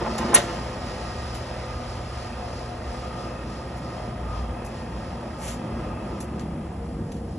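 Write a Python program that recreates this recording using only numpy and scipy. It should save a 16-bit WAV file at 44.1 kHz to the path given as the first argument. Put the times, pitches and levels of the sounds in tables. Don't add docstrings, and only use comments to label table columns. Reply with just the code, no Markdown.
import sys
import numpy as np
from scipy import signal
from scipy.fft import rfft, irfft
from scipy.io import wavfile
from scipy.ndimage import uniform_filter1d

SR = 44100
rng = np.random.default_rng(int(sys.argv[2]) if len(sys.argv) > 2 else 0)


def dump(signal):
    limited = np.clip(np.atleast_2d(signal).T, -1, 1)
    pcm = np.round(limited * 32767).astype(np.int16)
    wavfile.write(sys.argv[1], SR, pcm)


N = 325458


def undb(db):
    return 10 ** (np.asarray(db) / 20)


def unit(x):
    return x / np.sqrt(np.mean(x ** 2))


def curve(rows):
    seconds, *columns = np.transpose(rows)
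    return [np.interp(np.arange(N) / SR, seconds, column) for column in columns]


def on_bins(points):
    hz, value = np.transpose(points)
    bin_hz = np.arange(N // 2 + 1) * SR / N
    return np.interp(np.log(bin_hz + 1), np.log(hz + 1), value)


def colour(x, points):
    (low_hz, low_db), (high_hz, high_db) = points[0], points[-1]
    points = [(low_hz / 1.5, low_db - 40)] + list(points) + [(high_hz * 1.5, high_db - 40)]
    return unit(irfft(rfft(x) * undb(on_bins(points)), N))


def ring(x, hz, width):
    radius = np.exp(-np.pi * width / SR)
    return signal.lfilter([1, 0, -1], [1, -2 * radius * np.cos(2 * np.pi * hz / SR), radius ** 2], x)


def walk(rate):
    hold = int(SR / rate)
    steps = np.repeat(rng.standard_normal(N // hold + 1), hold)
    return uniform_filter1d(uniform_filter1d(steps, hold), hold)[:N]


def gate(start, end, fade):
    t = np.arange(N) / SR
    return np.clip((t - start) / fade, 0, 1) * np.clip((end - t) / fade, 0, 1)


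OFF_S = 6.18
BEAT_HZ, BEAT_DEPTH = 39.0, .14
WHIRR_DB, LOAD_DB, SETTLE_S, COAST_DB_PER_S = -39, 5, 1, 8.5
# frequency in Hz, relative density in dB per Hz.
WHIRR_COLOUR = [(150, -21), (250, 1), (270, -5.5), (338, -3.5), (467, -1.5), (516, 0), (1050, -5),
                (1260, -11), (1490, -13), (1860, -14), (3600, -27), (4680, -54), (7920, -120)]
# frequency in Hz, width in Hz, rms level in dB relative to the other modes.
CASING_MODES = [(217.3, 5.2, -18), (342, 19, -18.5), (506.6, 3.8, -12.5), (539.8, 6.6, -19.5),
                (577, 3.6, -19), (627, 8.8, -18.5), (717.2, 11, -13.5), (880, 20, -16.5), (1000, 3.1, -40),
                (1230, 36, -11), (1304, 14, -19.5), (1393, 6.8, -26.5), (1615, 35, -25.5),
                (1846, 22, -21.5), (2027, 12, -26.5), (2573, 170, -23.5), (3205, 75, -28), (3380, 27, -33)]


def whirr():
    t = np.arange(N) / SR
    turn = np.cos(2 * np.pi * BEAT_HZ * t + 1.15 * walk(2.77))
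    third_harmonic = 0.59 * np.cos(6 * np.pi * BEAT_HZ * t)
    force = (1 + BEAT_DEPTH * (turn + third_harmonic)) * rng.standard_normal(N)
    modes = np.zeros(N)
    for hz, width, db in CASING_MODES:
        mode = unit(ring(ring(force, hz, width), hz, hz / 2))
        modes += undb(db + 3.1 * walk(4.98)) * mode
    modes *= 0.4 + 0.5 * gate(-1, OFF_S + 0.38, 0.6)
    level_db = WHIRR_DB + LOAD_DB * np.exp(-t / SETTLE_S) - COAST_DB_PER_S * np.maximum(t - OFF_S, 0)
    return undb(level_db + 0.95 * walk(9)) * (undb(-0.5) * colour(force, WHIRR_COLOUR) + modes)


# frequency in Hz, relative density in dB per Hz.
HISS_COLOUR = [(1200, 6), (2200, 4), (3500, 0), (4550, 1), (4850, 7.5), (5300, 6), (5650, -1.5),
               (7000, -5.5), (9200, -5), (10600, -8.5), (11100, -39), (11500, -53)]
# time in seconds, rms level in dB.
HISS_LEVELS = [(0, -42), (.6, -42.5), (1.5, -46), (2.05, -46.5), (2.2, -45.5), (2.5, -49), (3.05, -48.5),
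               (3.4, -49.5), (4.15, -51), (4.5, -52.5), (5.3, -53), (6.3, -56), (6.8, -58), (7.38, -60)]


def blade():
    rub = rng.standard_normal(N)
    low = signal.sosfilt(signal.butter(2, 4000., fs=SR, output="sos"), rub)
    high = rub - low
    uneven = low * undb(1.8 * walk(14)) + high * undb(1.8 * walk(12))
    hiss = colour(uneven * undb(0.54 * walk(300)), HISS_COLOUR)
    return undb(curve(HISS_LEVELS)[0]) * hiss


# frequency in Hz, rms level in dB.
HUM_PARTIALS = [(58.0, -44), (119.9, -42), (239.9, -49.5), (360.0, -56.5)]


def hum():
    t = np.arange(N) / SR
    out = np.zeros(N)
    for hz, db in HUM_PARTIALS:
        sine = np.sqrt(2) * np.sin(2 * np.pi * hz * t + 0.76 * walk(9))
        out += undb(db + 1.96 * walk(13)) * sine
    return out * gate(-1, OFF_S, 0.07)


# start in seconds, end in seconds, frequency in Hz, phase waver in radians,
# rms level in dB.
PASSING_TONES = [(.68, 1.32, 1886, 2.4, -53.5), (4.206, 5.35, 57.3, 1.4, -37.5),
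                 (5.453, 5.85, 233, 4.9, -41), (5.6, 6.3, 321, 9.0, -47), (6.1, 6.7, 340, 10.4, -46),
                 (6.393, 6.723, 157, 1.3, -38.5), (6.756, 7.45, 468.6, 0.4, -45.5),
                 (6.906, 7.45, 158.5, 1.3, -43.5), (6.9, 7.3, 201.6, 1.7, -52)]


def tones():
    t = np.arange(N) / SR
    out = np.zeros(N)
    for start, end, hz, waver, db in PASSING_TONES:
        sine = np.sqrt(2) * np.sin(2 * np.pi * hz * t + waver * walk(12))
        out += undb(db + 2.6 * walk(13)) * gate(start, end, 0.044) * sine
    return out


SLAM_S = .3415
STROKE_FADE_S, SWELL_DB_PER_S = 0.031, 21
# start in seconds, end in seconds, level of the driving noise at the start in dB.
CARRIAGE_STROKES = [(-.03, 0.144, -43), (0.171, 0.382, -31.5)]
# level of the driving noise in dB, T60 in
# seconds.
SLAM_SHAKES = [(-27, 0.19), (-27.5, 1.3)]


def travel():
    t = np.arange(N) / SR
    rattle = np.zeros(N)
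    for start, end, db in CARRIAGE_STROKES:
        swell_db = SWELL_DB_PER_S * np.clip(t - start, 0, end - start)
        rattle += undb(db + swell_db) * gate(start, end, STROKE_FADE_S)
    since = np.maximum(t - SLAM_S, 0)
    shakes = sum(undb(db - 60 * since / t60) for db, t60 in SLAM_SHAKES)
    rattle += gate(SLAM_S, 9, 0.0094) * shakes
    return rattle * undb(3.1 * walk(120.) + 3.4 * walk(30.4)) * rng.standard_normal(N)


CHATTER_T60_S = 0.037
# frequency in Hz, relative level in dB, T60 in seconds.
CARRIAGE_MODES = [(167, -14, 0.094), (234.4, -3, 0.1), (356, -1, 0.077), (462, -10, 0.11), (582, -8, 0.12),
                  (693, -4.5, 0.06), (883, -3, 0.039), (1015, -3.5, 0.03), (1223, -9.5, 0.04),
                  (1366, -10.5, 0.082), (1540, -11.5, 0.08), (1740, -11.5, 0.091), (1888, -8.5, 0.12),
                  (2125, -14, 0.13), (2560, -21, .08), (2900, -23, 0.17), (3400, -29, 0.15),
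                  (3680, -13, 0.088), (4226, -24, 0.18), (5800, -16, .14), (6300, -15, 0.17)]
# time in seconds, relative strength in dB, pitch in Hz near which modes ring most.
CARRIAGE_KNOCKS = [(.012, -24, 467), (0.062, -21, 800), (.076, -22.5, 700), (0.091, -20, 227),
                   (.112, -23, 300), (.126, -25, 200), (0.184, -20.5, 895), (.195, -17.5, 230),
                   (.208, -28.5, 1700), (0.224, -27, 1500), (.24, -27, 750), (.242, -17, 242),
                   (.285, -19.5, 260), (0.3, -23, 380), (.318, -21.5, 300), (.332, -15, 900),
                   (0.343, -12, 1780), (.346, -15, 5500), (0.354, -15.5, 1420), (.36, -21, 800),
                   (.366, -12, 2900), (.363, -18, 1700), (.38, -16, 650), (.398, -24, 2100),
                   (.415, -25, 905)]


def carriage():
    rough = travel()
    at_s, strength_db, spot_hz = np.transpose(CARRIAGE_KNOCKS)
    length = SR // 20
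    chatter_fade = undb(-60 * np.arange(length) / SR / CHATTER_T60_S)
    impulse = np.eye(1, length)[0]
    out = np.zeros(N)
    for hz, mode_db, t60 in CARRIAGE_MODES:
        width = np.log(1000) / np.pi / t60
        blow_db = strength_db - 17.0 * np.log2(hz / spot_hz) ** 2 + 2.8 * rng.standard_normal(len(at_s))
        blows = np.zeros(N)
        blows[(at_s * SR).astype(int)] += undb(blow_db) * rng.choice([-1, 1], len(at_s))
        chatter = rng.standard_normal(length) * chatter_fade
        chatter *= np.linalg.norm(ring(impulse, hz, width)) / np.linalg.norm(ring(chatter, hz, width))
        blows = signal.fftconvolve(blows, chatter)[:N]
        push = rough * np.sqrt(width / SR) / (1 + (hz / 2500.0) ** 2)
        soft = signal.butter(2, min(2 * hz, 9000), fs=SR, output="sos")
        out += undb(mode_db) * signal.sosfilt(soft, ring(blows / 2 + push, hz, width))
    scrape_band = signal.butter(2, [300., 2600.], "band", fs=SR, output="sos")
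    return out + undb(-8.0) * signal.sosfilt(scrape_band, rough)


def burst(s, db, hz, width, attack, t60):
    t = np.maximum(np.arange(N) / SR - s, 0)
    tail = undb(-60 * np.maximum(t - attack, 0) / t60)
    snap = np.exp(-t / 0.00067)
    shape = np.minimum(t / attack, 1) * (tail + snap)
    edges = [max(hz - width / 2, 100), min(hz + width / 2, 13000)]
    band = signal.butter(2, edges, "band", fs=SR, output="sos")
    noise = unit(signal.sosfilt(band, rng.standard_normal(N)))
    return undb(db + 3.2 * walk(250)) * shape * noise


# centre in Hz, width in Hz, rms level before the envelope in dB,
# attack in seconds, T60 in seconds.
SLAM_BANDS = [(7400, 4600, -25, 0.0034, 0.25), (9180, 980, -6.5, 0.007, 0.067),
              (6350, 1300, -17, 0.0081, 0.031), (1830, 3300, -18, 0.0079, 0.19),
              (4050, 6300, -41.5, 0.022, 1)]


def slam():
    return sum(burst(SLAM_S, db, hz, width, attack, t60) for hz, width, db, attack, t60 in SLAM_BANDS)


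TICK_ATTACK_S = 0.0018
# time in seconds, rms level before the envelope in dB, centre in Hz,
# width in Hz, T60 in seconds.
TICK_BURSTS = [(0.18, -33, 5000, 9000, 0.08), (1.344, -42, 6500, 11000, 0.19),
               (3.497, -52, 6000, 5000, .05), (3.77, -52, 8500, 7000, 0.16), (4.647, -46, 9100, 8000, 0.2),
               (5.176, -35, 690, 497, .016), (6.2028, -37.5, 9100, 8500, 0.13),
               (6.204, -48, 2600, 2500, .05), (6.3943, -40, 4600, 5200, 0.016),
               (6.396, -50, 6000, 9000, 0.18), (6.985, -34, 202, 120, 0.2), (7.117, -47, 5500, 8500, 0.2),
               (7.165, -52, 4500, 6000, 0.11)]


def ticks():
    return sum(burst(s, db, hz, width, TICK_ATTACK_S, t60) for s, db, hz, width, t60 in TICK_BURSTS)


SCUFF_S, SCUFF_DB, SCUFF_HALF_S = 5.48, -40, 0.1
# frequency in Hz, relative density in dB per Hz.
SOLE_COLOUR = [(900, -13), (2200, 0), (4000, -7.5), (6500, -1.5), (9000, 0), (11000, -6), (12200, -5),
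               (12600, -50)]


def scuff():
    away = (np.arange(N) / SR - SCUFF_S) / SCUFF_HALF_S
    level_db = SCUFF_DB - 20 * np.abs(away) ** 2.6 + 1.7 * walk(67)
    return undb(level_db) * colour(rng.standard_normal(N), SOLE_COLOUR)


AIR_DB = -50
# time in seconds, level of the deep rumble in dB, level of the low drone in dB.
HALL_LEVELS = [(0, -35, -37), (.43, -43, -39), (.84, -37.5, -40.5), (2.24, -37, -44.5), (3.55, -43, -38.5),
               (4.3, -37.5, -40.5), (5.2, -38.5, -38.5), (5.7, -37, -36.5), (6.56, -38.5, -33.5),
               (6.8, -36, -37), (7.03, -36, -33.5), (7.38, -39, -35.5)]
# frequency in Hz, relative density in dB per Hz.
RUMBLE_COLOUR = [(13, -53), (22, -28), (30, -20), (43, -6), (68, 5), (79, -2), (92, 0.5), (110, -10),
                 (140, -35), (240, -120)]
DRONE_COLOUR = [(65, -9), (110, -1), (140, 0.5), (161, 3), (231, 2.5), (280, -6), (329, -2.5), (440, -12.5),
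                (570, -12), (970, -120)]
AIR_COLOUR = [(400, -23), (700, 16), (1500, -20), (5500, -22.5), (9500, -4.5), (11000, -19), (11400, -33)]


def hall():
    deep_db, drone_db = curve(HALL_LEVELS)
    deep = undb(deep_db + 0.93 * walk(14)) * colour(rng.standard_normal(N), RUMBLE_COLOUR)
    drone = undb(drone_db + 1.1 * walk(12)) * colour(rng.standard_normal(N), DRONE_COLOUR)
    air = undb(AIR_DB) * colour(rng.standard_normal(N), AIR_COLOUR)
    return deep + drone + air


WALL_T60_S, SWAY_RAD = 0.11, 4
# frequency in Hz, gain in dB.
REFLECTION_GAIN = [(60, -65), (130, -42), (260, -20), (550, -11), (900, -4), (1300, -9), (1850, -18.5),
                   (2900, -5), (4600, -5.5), (6000, -20), (7000, -3.5), (8200, -12.5), (9100, -70),
                   (11000, -8)]


def reflections(direct):
    t = np.arange(SR // 2) / SR
    echo = rng.standard_normal(len(t)) * undb(-60 * t / WALL_T60_S)
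    echo /= np.sqrt(np.sum(echo ** 2))
    side = irfft(rfft(direct) * rfft(echo, N) * undb(on_bins(REFLECTION_GAIN)), N)
    return np.real(signal.hilbert(side) * np.exp(1j * SWAY_RAD * walk(6)))


def scene():
    slicer = whirr() + blade() + hum() + tones() + carriage() + slam()
    direct = slicer + ticks() + scuff() + hall()
    side = reflections(direct)
    return np.array([direct + side, direct - side])


TOP_HZ = 14700
# frequency in Hz, lead of the left port in radians.
PORT_LEAD = [(0, 0), (520, 0), (860, .2), (1200, -.15), (1900, .13), (2600, .45), (3300, .95), (4000, .85),
             (4300, 1.2), (4650, 2.3), (5000, 3.75), (5350, 5.2), (5700, 6.1), (6050, 6.3), (7400, 7.9),
             (8800, 9.36), (9450, 9.55), (11500, 11.7), (11900, 12.5), (14000, 12.6)]
# frequency in Hz, gain in dB.
MIC_TREBLE = [(9500, 0.5), (10800, 5.5), (11500, -4), (12300, -16), (13500, -36), (14700, -40)]


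def record(dry):
    half_turn = np.exp(.5j * on_bins(PORT_LEAD))
    mic = undb(on_bins(MIC_TREBLE))
    left = irfft(rfft(dry[0]) * mic * half_turn, N)
    right = irfft(rfft(dry[1]) * mic / half_turn, N)
    rounded = .85 * np.tanh(np.array([left, right]) / .85)
    return signal.sosfilt(signal.ellip(8, .2, 70, TOP_HZ, fs=SR, output="sos"), rounded)


dry = scene()
out = record(dry)
dump(out)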